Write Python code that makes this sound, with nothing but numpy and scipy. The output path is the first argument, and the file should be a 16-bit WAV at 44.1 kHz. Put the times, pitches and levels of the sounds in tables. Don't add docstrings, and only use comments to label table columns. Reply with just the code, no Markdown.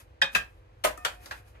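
import sys
import numpy as np
from scipy import signal
from scipy.io import wavfile

SR = 44100
rng = np.random.default_rng(int(sys.argv[2]) if len(sys.argv) > 2 else 0)


def pcm_store(signal):
    levels = np.round(np.clip(np.atleast_2d(signal), -1, 1) * 32767)
    wavfile.write(sys.argv[1], SR, levels.astype(np.int16).T)


N = 70560
T = np.arange(SR // 2) / SR
EDGES = 22 * 2 ** (np.arange(29.5) / 3.05)
CENTRES = np.sqrt(EDGES[1:] * EDGES[:-1])
SNAP_RISE_S = 0.0022
RIGHT_LAG_S = .00046

COLOUR_HZ = [150, 300, 600, 1100, 1700, 2800, 4200, 7000, 12000]
# start in seconds, fade time constant in seconds,
# room level in dB against the direct sound, then the spectral level in dB at each of COLOUR_HZ.
CRACKS = [ (0.215, 0.0035, 6.5, 5.5, 1.5, 7.5, 8.5, 14.5, 10, 7, -1.5, -15.5),
          (0.348, 0.0065, 2, 6.5, 5, 11.5, 14, 19.5, 13.5, 7, 1.5, -3),
          (0.8377, 0.0045, 7, 2.5, 9, 17, 13.5, 8, 13.5, 4, 2, 0),
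          (0.8479, 0.0013, 4.5, -6, 4.5, 3.5, 11.5, 14.5, 10, -9.5, 4, 1),
          (.8660, 0.0032, 9.5, -24, 1.5, 3, 4, 5, -7, -1.5, -10, -10),
          (0.9736, 0.0034, -3, -38, -9, -19, -9, -18.5, -21, -28, -16.5, -21.5),
          (1.0480, 0.0021, 4, -5.5, -5.5, 12.5, 10.5, 15.5, 9, 4, 2.5, -5.5),
          (1.2573, 0.0026, 1.5, -30, -15, -6.5, -9, -7, -21, -9.5, -17, -21.5),
          (1.3088, 0.0025, 9, -27, -12.5, -0.5, 1, 5, -4, -5.5, -16.5, -21.5)]
SNAPS_PER_S, SNAP_SPREAD_DB = 7000, 5.5


def cracks():
    out = np.zeros((2, N))
    for start_s, fade_s, room_db, *levels_db in CRACKS:
        shape = (1 - np.exp(-T / SNAP_RISE_S)) * np.exp(-T / fade_s)
        flurries = [snaps(SNAPS_PER_S, SNAP_SPREAD_DB, len(T)) * shape for _ in range(2)]
        colour = list(zip(COLOUR_HZ, levels_db))
        for k, hz in enumerate(CENTRES):
            if hz > COLOUR_HZ[0] / 2:
                placed = in_room(band(flurries[k % 2], k), hz, room_db)
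                add(out, start_s, amp(at_hz(colour, hz)) * placed)
    return out


# start in seconds, pitch in Hz, level of the whole pop's energy in dB, time to fall 60 dB in seconds.
POPS = [(0.2171, 1700, 8, 0.011), (0.2227, 3256, 1, 0.0099), (0.3491, 2570, 7.5, 0.02),
        (0.3494, 1683, -2.5, 0.038), (0.847, 623, 3, 0.027), (0.872, 1013, -7, 0.029),
        (0.977, 1270, -19.5, 0.019), (1.05, 3170, -2.5, 0.005), (1.049, 1445, -1.5, 0.013),
        (1.3113, 1597, -7.5, 0.0063)]
POP_ROOM_DB = 0


def pops():
    out = np.zeros((2, N))
    for start_s, hz, level_db, t60_s in POPS:
        shape = amp(-60 * T / t60_s) * (1 - np.exp(-T / SNAP_RISE_S))
        tone = np.sin(2 * np.pi * hz * T) * shape
        add(out, start_s, amp(level_db) * in_room(unit(tone), hz, POP_ROOM_DB))
    return out


# mode pitches in Hz, amplitudes in dB before rise and decay, times to fall 60 dB in seconds.
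KNOCKS = [ (.220, [548, 860, 1704, 2498, 2546, 3246, 3666, 5000],
          [-31.5, -32, -16, -26.5, -32.5, -20, -22.5, -24.5],
          [0.22, 0.16, 0.082, 0.25, 0.097, 0.067, 0.17, 0.081]),
          (.352, [61, 1270, 1614, 2420, 2575, 2645, 3750], [-45, -31.5, -22.5, -29, -32, -23.5, -30.5],
          [0.56, 0.16, 0.2, .14, 0.13, 0.085, 0.12]), (.849, [54, 393, 500, 613, 732, 1035, 1254],
          [-43, -31, -30, -23.5, -24, -27, -22.5], [0.6, 0.08, 0.18, 0.16, 0.094, 0.12, 0.12]),
          (.976, [721, 1219, 1814, 2530], [-50.5, -45, -53, -57.5], [1.8, 0.37, 0.69, 1.7])]
RING_RISE_S = 0.00067
RING_PHASE_SPREAD = .3
RING_WAVER = .25
RING_LAG_LIMIT = 1.5


def knocks():
    out = np.zeros((2, N))
    for start_s, *modes in KNOCKS:
        for hz, level_db, t60_s in zip(*modes):
            lag = min(2 * np.pi * hz * RIGHT_LAG_S, RING_LAG_LIMIT)
            scatter = lag / RING_LAG_LIMIT
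            shift = scatter * RING_PHASE_SPREAD * rng.standard_normal((2, 1))
            phase = rng.uniform(0, 2 * np.pi) + shift
            angle = 2 * np.pi * hz * T + phase - np.array([[0], [lag]])
            uneven = waver(len(T)) * np.sin(angle) + waver(len(T)) * np.cos(angle)
            tone = np.sin(angle) + scatter * RING_WAVER * uneven
            shape = amp(level_db - 60 * T / t60_s) * (1 - np.exp(-T / RING_RISE_S))
            add(out, start_s, shape * tone)
    return out


WAVER_S = .014


def waver(size):
    knots = np.arange(size) / (WAVER_S * SR)
    return np.array([np.interp(knots, np.arange(len(row)), row) for row in rng.standard_normal((2, N))])


# time in seconds, rms level in dB.
RUSTLE = [(0, -45.5), (.06, -75.5), (.28, -94), (.335, -48), (.42, -63), (.63, -80), (.72, -83.5),
          (.95, -67.5), (1.13, -54.5), (1.19, -65.5), (1.235, -53), (1.29, -56.5), (1.39, -56.5),
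          (1.445, -74), (1.48, -60), (1.6, -84)]
# frequency in Hz, relative spectral level in dB per Hz.
RUSTLE_COLOUR = [(200, -0.5), (2000, -1.5), (4000, -9.5), (8000, -11), (12000, -9), (15000, -10.5)]
GRAINS_PER_S, GRAIN_SPREAD_DB = 14000, 6
RUSTLE_ROOM_DB = 4


def rustle():
    grains = [snaps(GRAINS_PER_S, GRAIN_SPREAD_DB, N) for _ in range(2)]
    out = np.zeros((2, N))
    for k, hz in enumerate(CENTRES):
        if hz > COLOUR_HZ[0]:
            placed = in_room(band(grains[k % 2], k), hz, RUSTLE_ROOM_DB)
            out += amp(at_hz(RUSTLE_COLOUR, hz)) * placed
    return unit(out) * np.sqrt(N) * curve(RUSTLE)


# time in seconds, rms level in dB.
SWISH = [(1.52, -85), (1.555, -56), (1.6, -62.5)]
# frequency in Hz, relative spectral level in dB per Hz.
SWISH_COLOUR = [(150, -20.5), (500, 9), (2400, 0.5), (4000, -15), (14000, -27.5)]


def swish():
    return curve(SWISH) * hiss(SWISH_COLOUR)


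# frequency in Hz, relative spectral level in dB per Hz.
RUMBLE = [(25, -24.5), (38, -15.5), (52, 6), (75, -4), (100, -1.5), (135, -21.5), (190, -29)]
# frequency in Hz, relative spectral level in dB per Hz.
AIR = [(120, -19), (220, -0.5), (450, 7), (800, 2), (2500, -7), (4000, -16), (8000, -26.5), (15000, -56.5)]
RUMBLE_DB, AIR_DB = -54.5, -63.5


def ventilation():
    return amp(RUMBLE_DB) * hiss(RUMBLE) + amp(AIR_DB) * hiss(AIR)


# pitch in Hz, rms level in dB.
FAN_TONES = [(120, -72.5), (326, -75), (501, -71)]


def hum():
    t = np.arange(N) / SR
    tones = np.zeros(N)
    for hz, rms_db in FAN_TONES:
        tones += np.sqrt(2) * amp(rms_db) * np.sin(2 * np.pi * (hz * t + rng.random()))
    return from_left(tones)


def snaps(per_s, spread_db, size):
    chance, strength, sign = rng.random((3, size))
    boost_db = -spread_db * np.log(np.maximum(strength, np.exp(-4)))
    return (chance < per_s / SR) * amp(boost_db) * np.sign(sign - .5)


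NOISE_SCATTER_DB = 2.5


def hiss(colour):
    shared = [from_left(white) for white in rng.standard_normal((2, N))]
    own = amp(NOISE_SCATTER_DB) * rng.standard_normal((2, 2, N))
    out = np.zeros((2, N))
    for k, hz in enumerate(CENTRES):
        if EDGES[k] < colour[-1][0]:
            mixed = shared[k % 2] + apart(hz) * own[k % 2]
            out += amp(at_hz(colour, hz)) * band(mixed, k)
    return unit(out) * np.sqrt(N)


# frequency in Hz, time to fall 60 dB in seconds.
ROOM_T60 = [(150, 0.19), (600, 0.25), (1700, 0.22), (5000, 0.18)]
ROOM_GAP_S = .0015
EARLY_DB, EARLY_FADE_S = -1, 0.0099


def reflections(hz):
    early = 1 + amp(EARLY_DB) * np.exp(-T / EARLY_FADE_S)
    fade = amp(-60 * T / at_hz(ROOM_T60, hz)) * early
    mid, side = rng.standard_normal((2, len(T))) * fade * (T > ROOM_GAP_S)
    return np.array([mid + apart(hz) * side, mid - apart(hz) * side])


# frequency in Hz, left minus right in dB.
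TILT = [(300, -12), (1000, 6), (2000, -0.5), (4500, 5.5), (10000, 5.5)]


def in_room(x, hz, room_db):
    direct = from_left(x) * amp(at_hz(TILT, hz) * np.array([[.5], [-.5]]))
    echoes = signal.fftconvolve(x[None], reflections(hz), axes=1)[:, :len(x)]
    wet = unit(echoes) * np.linalg.norm(x)
    return (direct + amp(room_db) * wet) / np.sqrt(1 + amp(room_db) ** 2)


def from_left(x):
    i = np.arange(len(x))
    return np.array([x, np.interp(i - round(RIGHT_LAG_S * SR), i, x, left=0)])


BASS_ALIKE_HZ = 304


def apart(hz):
    return min(1, (hz / BASS_ALIKE_HZ) ** 2)


BANK = [signal.butter(2, edge, "band", fs=SR, output="sos") for edge in zip(EDGES, EDGES[1:])]


def band(x, k):
    share = 2 * (EDGES[k + 1] - EDGES[k]) / SR
    return unit(signal.sosfilt(BANK[k], x + 1e-18)) * np.sqrt(share)


def amp(db):
    return 10 ** (np.asarray(db) / 20)


def unit(x):
    return x / np.sqrt(np.sum(x ** 2, axis=-1, keepdims=True) + 1e-30)


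def at_hz(points, hz):
    f, v = np.transpose(points)
    return np.interp(np.log(hz), np.log(f), v)


def curve(rows):
    return amp(np.interp(np.arange(N) / SR, *np.transpose(rows)))


def add(out, start_s, x):
    i = max(int(start_s * SR), 0)
    out[:, i:i + x.shape[1]] += x[:, :N - i]


def scene():
    paper = cracks() + pops() + rustle() + swish()
    return paper + knocks() + ventilation() + hum()


TOP_ROLLOFF_HZ, CUTOFF_HZ = 14000, 16500


def record(dry):
    soft = signal.sosfilt(signal.butter(6, TOP_ROLLOFF_HZ, fs=SR, output="sos"), dry)
    return signal.sosfilt(signal.cheby2(16, 70, CUTOFF_HZ, fs=SR, output="sos"), soft)


dry = scene()
out = record(dry)
pcm_store(out)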